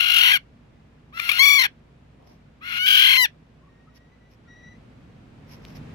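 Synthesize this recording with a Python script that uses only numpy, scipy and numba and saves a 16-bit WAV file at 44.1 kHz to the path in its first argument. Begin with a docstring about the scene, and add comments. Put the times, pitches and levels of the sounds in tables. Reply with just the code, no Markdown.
"""Indoors, over a low room hum, a hen in a plastic crate gives three harsh, close squawks.
Each swells from a growl, breaks into full voice, arches in pitch and drops as the beak shuts;
her syrinx throbs and flips between two registers, ringing throat and beak. Bedding bumps and
rustles before the third. Then she peeps and whines softly. Background rumble and hiss grow louder
towards the end as the recorder's gain recovers; the bedding rustles and the crate ticks once."""
import sys
import numpy as np
from scipy import signal
from scipy.fft import rfft, irfft
from scipy.io import wavfile
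from scipy.ndimage import uniform_filter1d, minimum_filter1d, map_coordinates
from numba import njit

SR = 44100
rng = np.random.default_rng(int(sys.argv[2]) if len(sys.argv) > 2 else 0)


def log_audio(samples):
    """Write samples as a 16-bit WAV file to the path given in sys.argv[1]."""
    # one column per channel
    frames = np.atleast_2d(samples).T
    # limit to full scale, then quantise
    limited = np.clip(frames, -1, 1)
    pcm = np.round(limited * 32767).astype(np.int16)
    wavfile.write(sys.argv[1], SR, pcm)


N = 261954
T = np.arange(N) / SR
FREQS_HZ = np.maximum(np.arange(2049) * SR / 4096, 1)

# background noise spectrum: freq_hz, gain_db
ROOM_SPECTRUM = [(15, -55), (25, -15.5), (44, -11.5), (64, -10.5), (82, -6.5), (102, -4.5), (153, -3.5),
                 (180, -9), (242, -5), (326, -16), (363, -17.5), (818, -28), (2550, -35), (7920, -54),
                 (16000, -68)]
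# noise floor as the recorder's gain recovers: time_s, rumble_db (before trim), hiss_db
NOISE_FLOOR_RISE = [(0, -55, -64), (4.3, -58, -64.5), (4.7, -51.5, -61), (5.3, -51.5, -60.5),
                    (5.57, -47.5, -57.5), (5.79, -43, -54), (5.94, -43.5, -53)]
# appliance hum: freq_hz, level_db (before trim)
HUM_TONES = [(59.2, -59), (113.0, -64), (156.1, -62.5), (242.2, -68)]
# bedding rustles: time_s, half_length_s, scuff_db, hiss_db
BEDDING_RUSTLES = [(2.304, 0.048, -60.5, -67), (3.965, 0.016, -83, -60.5), (4.327, 0.024, -77, -68.5),
                   (5.529, 0.035, -59.5, -55.5), (5.685, 0.055, -62, -62), (5.768, 0.015, -57, -55)]
# bedding bumps: time_s, level_db
BEDDING_BUMPS = [(2.201, -58), (2.225, -56)]
# bedding and crate spectra: freq_hz, gain_db
SCUFF_SPECTRUM = [(200, 8), (700, 16.5), (1100, 11), (1400, -17), (1900, -22), (3000, -7), (8000, -42)]
HISS_SPECTRUM = [(800, -24), (2000, 1.5), (4000, -8.5), (5500, 1.5), (8200, -31), (12000, -8), (16000, -36)]
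TICK_SPECTRUM = [(200, -6), (1200, -12), (2400, 0), (4000, -3), (6000, -17), (16000, -32)]
# soft peeps: time_s, peak_db, pitch_hz, half_length_s
PEEP_NOTES = [(3.638, -60.5, 1070, 0.016), (3.68, -56.5, 1153, 0.013), (3.883, -56, 1284, 0.013),
              (4.482, -59.5, 1416, 0.019), (4.731, -62, 1860, 0.017)]
# shut-beak whines: start_s, end_s, mid_pitch_hz, mid_level_db
WHINE_NOTES = [(3.679, 3.88, 1865, -69.5), (3.885, 4.125, 1907, -69.5), (4.114, 4.19, 2000, -63),
               (4.195, 4.32, 1965, -68), (4.472, 4.772, 1944, -54)]
# left microphone port re right: freq_hz, gain_db
PORT_SHADING = [(200, -3.5), (1400, 1.5), (1800, 2), (2200, 22.5), (2700, 23), (3100, 6), (3500, 13.5),
                (3800, 3), (4250, 12), (5500, 3.5), (7000, 0.5), (9500, 11), (12000, -2), (14000, 14)]
# left port re right: freq_hz, lead_rad
PORT_PHASE = [(0, -0.5), (1210, 1.6144), (1890, 3), (3530, 4), (3880, 6), (4390, 4.5), (5510, 11),
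              (8790, 17), (9730, 11), (10200, 17), (11700, 14.5), (13300, 27.5), (14200, 12), (15800, 16.5)]
# windpipe resonances: freq_hz, width_hz, gain_db
THROAT_MODES = [(1230, 1900, -20), (1700, 470, -5.5), (2380, 1100, -2), (2640, 1900, -3.5), (3268, 400, 2),
                (4160, 560, -5.5), (5420, 880, -13.5), (7000, 140, -23.5), (7880, 95, -24.5),
                (9610, 1100, -19), (11020, 1100, -14.5), (13800, 1700, -13), (15700, 1500, -20.5)]
# voice cracks: time_s, half_length_s, lift_db, pitch_drop_share
VOICE_CRACKS = [(.009, 0.003, 9, 0.037), (0.107, 0.0063, 3.5, 0.0053), (0.171, 0.0037, 3, 0.017),
                (1.177, 0.004, 9, 0.0042), (1.199, 0.0036, 16, 0.13), (1.218, 0.0035, 4.5, 0.035),
                (1.295, 0.0046, 13.5, 0.17), (1.304, .005, 8.5, 0.087), (1.319, .006, 9.5, .11),
                (1.597, .008, 1.5, .06), (1.631, 0.0051, -9, .04), (1.643, 0.016, 2, 0.025)]
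# timing per squawk: start_s, break_s, end_s
SQUAWK_TIMES = [(-.35, .06, .378), (1.116, 1.39, 1.671), (2.602, 2.86, 3.265)]
# lower-register arch per squawk: top_s, half_length_s, rest_hz, top_hz
PITCH_ARCHES = [(0.342, .03, 730.8, 828), (1.503, .112, 698, 815.3), (2.999, .18, 714.7, 782.5)]
# effort per squawk: loudest_s, full_db, growl_at_1s_db
SQUAWK_EFFORTS = [(.24, -19.5, -15.5), (1.455, -16.5, -17), (3.05, -19, -14.5)]
# timbre per squawk: throb_hz, growl_treble_db, full_treble_db, fundamental_db
SQUAWK_TIMBRES = [(49.16, -9.5, -9, -9), (38.42, -5.5, -8.5, -4), (40.76, -10, -7.5, -19.5)]
# register curve per squawk: time_s, upper_share
REGISTER_CURVES = [
    [(.17, 0.01), (.28, 0.48), (.31, .5), (.333, 0.04)],
    [(1.383, 0.02), (1.392, 0.99), (1.625, 1), (1.665, .7)],
    [(2.91, 0.05), (3.05, .35), (3.165, .75), (3.18, 0.9)],
]
# roughness curve per squawk: time_s, roughness (clipped to 0-1)
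ROUGHNESS_CURVES = [
    [(0, 0.73), (.08, 0.99), (.31, 1.07), (.355, 0.48)],
    [(1.122, 0.36), (1.25, 0.77), (1.383, 0.82), (1.392, .08), (1.44, 0.3), (1.48, 0.18), (1.585, .22),
     (1.64, 0.9)],
    [(2.603, 0.48), (2.72, .95), (2.783, 0.78), (2.79, 0.13), (2.855, 0.1), (2.866, 0.88), (3.165, 0.8),
     (3.18, 0.02)],
]


def undb(db):
    return 10 ** (np.asarray(db) / 20)


def curves(rows, t):
    """Each value column, interpolated at t."""
    knots, *columns = np.transpose(rows)
    return [np.interp(t, np.sort(knots), column) for column in columns]


def colour(spectrum, freq_hz=FREQS_HZ):
    """Linear gain of a spectrum at freq_hz."""
    knots_hz, gain_db = np.transpose(spectrum)
    return undb(np.interp(np.log(freq_hz + 1), np.log(knots_hz), gain_db))


def unit_rms(x):
    return x / np.sqrt(np.mean(x ** 2))


def walk(rate_hz, n):
    """Smooth random wander, spread near 1."""
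    position = np.arange(n) * rate_hz / SR
    return map_coordinates(rng.standard_normal(n // 4), [position], order=2, mode="wrap")


def noise(spectrum):
    """Coloured noise, rms 1."""
    gain = colour(spectrum, np.arange(N // 2 + 1) * SR / N)
    return unit_rms(irfft(rfft(rng.standard_normal(N)) * gain, N))


def ring(x, gain):
    """Minimum-phase filter with this gain over FREQS_HZ."""
    cepstrum = irfft(np.log(gain + 1e-6))
    half = len(cepstrum) // 2
    cepstrum[1:half] *= 2
    cepstrum[half + 1:] = 0
    return signal.fftconvolve(x, irfft(np.exp(rfft(cepstrum)))[:half])[:len(x)]


def split(x, hz):
    """Bands below and above hz."""
    low = signal.sosfiltfilt(signal.butter(4, hz, fs=SR, output="sos"), x)
    return low, x - low


def steady(pair, window_samples=2200):
    """Hold the slow level at rms 1; quick throbs stay."""
    return pair / np.sqrt(np.abs(uniform_filter1d(pair.mean(0) ** 2, window_samples)) + 1e-12)


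@njit
def bandpass(x, centre_hz, width_hz):
    """State-variable band-pass, moving centre."""
    out, band_state, low_state = np.empty(len(x)), 0., 0.
    for i in range(len(x)):
        g, damping = np.tan(np.pi * centre_hz[i] / SR), width_hz / centre_hz[i]
        band = (band_state + g * (x[i] - low_state)) / (1 + g * (g + damping))
        band_state = 2 * band - band_state
        low_state += 2 * g * band
        out[i] = damping * band
    return out


def background(rumble_trim_db=1, hum_trim_db=-2, low_spread=.22, high_spread=.91):
    """Wavering appliance hum; near-mono rumble and wide hiss rise as the recorder's gain recovers."""
    rumble_db, hiss_db = curves(NOISE_FLOOR_RISE, T)
    low, high = split(noise(ROOM_SPECTRUM), 400)
    low_side, high_side = split(noise(ROOM_SPECTRUM), 400)
    sides = np.array([[1], [-1]])
    hum = sum(undb(db + hum_trim_db) * unit_rms(np.sin(2 * np.pi * hz * T + 2.1 * walk(10, N)))
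              for hz, db in HUM_TONES)
    rumble = undb(rumble_db + rumble_trim_db) * (unit_rms(low) + low_spread * sides * unit_rms(low_side))
    hiss = undb(hiss_db) * (unit_rms(high) + high_spread * sides * unit_rms(high_side))
    return (rumble + hum) * undb([[-.4], [.4]]) + hiss


def walls(x, t60_s=.11, wet_db=-25, cutoff_hz=6500):
    """Short, dull tail of the crate and a small furnished room."""
    t = T[:SR // 2]
    tails = rng.standard_normal((2, len(t))) * undb(-60 * t / t60_s) * (t > .003)
    tails = signal.sosfilt(signal.butter(2, cutoff_hz, fs=SR, output="sos"), tails)
    return undb(wet_db) * np.array([signal.fftconvolve(x, h / np.linalg.norm(h))[:N] for h in tails])


def bedding(grain_db=3, grain_hz=270, bump_decay_s=.013):
    """Cloth bumps, scuffs and hisses in grains."""
    scuff, hiss = np.zeros((2, N))
    for time_s, half_s, scuff_db, hiss_db in BEDDING_RUSTLES:
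        envelope = np.exp(-((T - time_s) / half_s) ** 2)
        scuff += undb(scuff_db) * envelope
        hiss += undb(hiss_db) * envelope
    for time_s, db in BEDDING_BUMPS:
        scuff += undb(db) * (T > time_s) * np.exp(-np.abs(T - time_s) / bump_decay_s)
    mid, side = (undb(grain_db * walk(grain_hz, N))
                 * (scuff * noise(SCUFF_SPECTRUM) + hiss * noise(HISS_SPECTRUM)) for _ in range(2))
    return np.array([mid + side, mid - side])


def crate_tick(time_s=5.6513, impulse_db=-10.5):
    """One impulse rings the plastic."""
    return ring(undb(impulse_db) * (np.arange(N) == int(time_s * SR)), colour(TICK_SPECTRUM))


def peeps(quiver=.03):
    """Short, quivering sine notes."""
    clock_s = np.cumsum(1 + quiver * walk(170, N)) / SR
    return sum(undb(db) * np.exp(-((T - time_s) / half_s) ** 2) * np.sin(2 * np.pi * hz * clock_s)
               for time_s, db, hz, half_s in PEEP_NOTES)


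def whines(rise_hz_per_s=220, swell_db_per_s=22, attack_s=.017, release_s=.074):
    """Thin, fluttering shut-beak tones that rise and swell; purer when quiet."""
    out = np.zeros(N)
    waver = 1 + .012 * walk(200, N) + .00309 * walk(30, N)
    flutter = undb(2.6 * walk(90, N))
    for start_s, end_s, hz, db in WHINE_NOTES:
        from_mid_s = np.clip(T, start_s, end_s) - (start_s + end_s) / 2
        phase = 2 * np.pi * np.cumsum((hz + rise_hz_per_s * from_mid_s) * waver) / SR
        gate = np.clip(np.minimum((T - start_s) / attack_s, (end_s - T) / release_s), 0, 1)
        bright = undb(.11 * (db + 45))
        overtones = bright * undb(-12) * np.sin(2 * phase) + bright ** 2 * undb(-14) * np.sin(3 * phase)
        tone = np.sqrt(2) * (np.sin(phase) + overtones)
        out += gate * flutter * undb(db + swell_db_per_s * from_mid_s) * tone
    return out


def ports(x):
    """The right microphone port faces away: the hen arrives later and shaded."""
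    lead_rad, = curves(PORT_PHASE, FREQS_HZ)
    response = np.fft.fftshift(irfft(np.exp(-1j * lead_rad) / colour(PORT_SHADING)))
    return np.array([x, signal.fftconvolve(x, response)[len(response) // 2:][:len(x)]])


def crate_bounce(pair, gain=.87, delay_s=.0014, sway=.07):
    """One wall reflection per port; the path shifts as the head moves."""
    i = np.arange(pair.shape[1])
    echoes = [np.interp(i - SR * delay_s * (1 + sway * walk(3.2, len(i))), i, x) for x in pair]
    return pair + gain * np.array(echoes)


def cracks(t):
    """Brief voice cracks: lift in dB, pitch factor."""
    lift_db, pitch_factor = 0, 1
    for time_s, half_s, db, drop in VOICE_CRACKS:
        bump = np.exp(-((t - time_s) / half_s) ** 4)
        lift_db += bump * db
        pitch_factor -= bump * drop
    return lift_db, pitch_factor


def pitch(t, start_s, end_s, top_s, half_s, rest_hz, top_hz, scoop_s=.019, drop_s=.011):
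    """Lower-register pitch in Hz: scoop up, flat-topped arch, final drop."""
    arch_hz = rest_hz + (top_hz - rest_hz) * np.exp(-np.abs((t - top_s) / half_s) ** 5)
    scoop = 1 - .34 * np.exp((start_s - t) / scoop_s)
    drop = 1 - .37 * np.exp((t - end_s) / drop_s)
    return arch_hz * scoop * drop


def effort(t, start_s, break_s, end_s, loudest_s, full_db, growl_at_1s_db, crossfade_s=.013):
    """Level in dB and full-voice share: a growl grows linearly, then breaks into a hump."""
    full = np.clip(.5 + (t - break_s) / crossfade_s, 0, 1)
    growl_db = growl_at_1s_db + 20 * np.log10(t - start_s)
    hump_db = full_db - 16 * ((t - loudest_s) / (end_s - break_s)) ** 2
    return (1 - full) * growl_db + full * hump_db, full


def beak(db, left_s, cry, half_open_db=-39, closing_s=.075, shut_hz=950, open_hz=3050, cry_hz=2200):
    """Opening 0-1 and mouth resonance in Hz; opens with effort, narrows near the end."""
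    closing = 1 - .42 * np.exp(-(left_s / closing_s) ** 4)
    opening = closing / (1 + np.exp((half_open_db - db) / 8))
    return opening, (1 - cry) * (shut_hz + (open_hz - shut_hz) * opening) + cry * cry_hz


def vocal_tract(source, mouth_hz, mouth_gain=2.1, mouth_width_hz=700., low_cut_hz=880):
    """Mouth and windpipe resonate; a small beak radiates little bass."""
    power = sum((undb(db) / (1 + (2 * (FREQS_HZ - hz) / width_hz) ** 2)) ** 2
                for hz, width_hz, db in THROAT_MODES)
    gain = np.sqrt(power / (1 + (low_cut_hz / FREQS_HZ) ** 6))
    return ring(source + mouth_gain * bandpass(source, mouth_hz, mouth_width_hz), gain)


def syrinx(t, hz, upper, rough, soft, throb_hz, fundamental_db, leap_ratio):
    """Membranes clap twice a cycle, unequally; forced, they throb, stumble and leap a register."""
    n = len(t)
    throb_cycles = np.cumsum(throb_hz * (1 + .14 * walk(60, n))) / SR
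    throb = np.tanh(2 * np.sin(2 * np.pi * throb_cycles)) * (1 - .65 * soft)
    # the upper register holds for part of each throb
    leapt = uniform_filter1d(1. * (throb_cycles % 1 < 1.4 * upper - .2), size=50)
    hz = hz * leap_ratio ** leapt * (1 - .04 * np.sqrt(rough) * throb)
    throb_db = 3.5 * rough * throb * (1 - upper)
    # membranes lock on each swell, stumble in between
    rough = rough * (1 - .42 * throb)
    jitter = rough * (.025 * (1 - soft) * walk(250, n) + .065 * walk(1400, n))
    phase = 2 * np.pi * np.cumsum(hz * (1 + jitter)) / SR
    odd_gain = undb(-7 * (1 - leapt) - 5 * leapt)
    claps = undb(fundamental_db * (1 - leapt * upper)) * np.cos(phase)
    for k in range(2, 27):
        gain = odd_gain ** (k % 2) * (k / 4) ** (-1.2 * soft) * (k * hz < SR * .42)
        claps += gain * np.cos(k * phase - .4 * k * k)  # rolling closure: high partials lag
    period_doubling = (.25 + .45 * leapt) * np.cos(phase / 2)
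    claps *= 1 + rough * (period_doubling + .2 * walk(900, n))
    air_gain = .6 * (rough ** 1.8 * (1 + 3 * soft) + .025)
    air = air_gain * (1 + np.cos(2 * phase)) * rng.standard_normal(n)
    return (claps + air) * undb(throb_db)


def squawks(leap_ratio=1.4, shrill_hz=3950, shrill_half_width_hz=290, shrill_db=10,
            shut_treble_db=-20.5, rasp_top_db=1.5, cry_top_db=-6.5, gate_s=.013):
    """The syrinx drives the vocal tract; effort sets loudness and brightness."""
    out = np.zeros((2, N))
    for i, (start_s, break_s, end_s) in enumerate(SQUAWK_TIMES):
        throb_hz, growl_treble_db, full_treble_db, fundamental_db = SQUAWK_TIMBRES[i]
        span = (T > start_s) & (T < end_s)
        t = T[span]
        upper, = np.clip(curves(REGISTER_CURVES[i], t), 0, 1)
        rough, = np.clip(curves(ROUGHNESS_CURVES[i], t), 0, 1)
        cry = upper ** 4  # sustained upper register
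        lift_db, pitch_factor = cracks(t)
        hz = pitch(t, start_s, end_s, *PITCH_ARCHES[i]) * pitch_factor
        db, full = effort(t, start_s, break_s, end_s, *SQUAWK_EFFORTS[i])
        opening, mouth_hz = beak(db, end_s - t, cry)
        soft = np.clip(.12 * (-22 - db - lift_db), 0, 1)
        source = syrinx(t, hz, upper, rough, soft, throb_hz, fundamental_db, leap_ratio)
        body, treble = split(ports(vocal_tract(source, mouth_hz)), 3800)
        treble, top = split(treble, 8000)
        treble = crate_bounce(treble + undb((1 - cry) * rasp_top_db + cry * cry_top_db) * top)
        # shrill where the fourth partial meets a windpipe resonance
        shrill = cry / (1 + ((4 * leap_ratio * hz - shrill_hz) / shrill_half_width_hz) ** 2)
        treble_db = (1 - full) * growl_treble_db + full * full_treble_db
        treble_db += shut_treble_db * (1 - opening) ** 4 + shrill_db * shrill - .55 * lift_db
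        gate = np.clip(np.minimum(t - start_s, end_s - t) / gate_s, 0, 1)
        out[:, span] = gate * undb(db + lift_db) * (steady(body) + undb(treble_db) * steady(treble))
    return out


def scene():
    """Hen, bedding, crate and background."""
    hen = squawks() + (whines() + peeps()) * undb([[1.5], [-1.5]])
    near = hen + bedding() + crate_tick()
    return near + walls(near[0]) + background()


def record(dry, ceiling=.94, cutoff_hz=15900):
    """Fast peak limiter, then a steep low-pass."""
    gain = ceiling / np.maximum(np.abs(dry).max(0), ceiling)
    gain = uniform_filter1d(minimum_filter1d(gain, size=130), size=130)
    return signal.sosfilt(signal.ellip(10, .2, 80, cutoff_hz, fs=SR, output="sos"), dry * gain)


dry = scene()
out = record(dry)
log_audio(out)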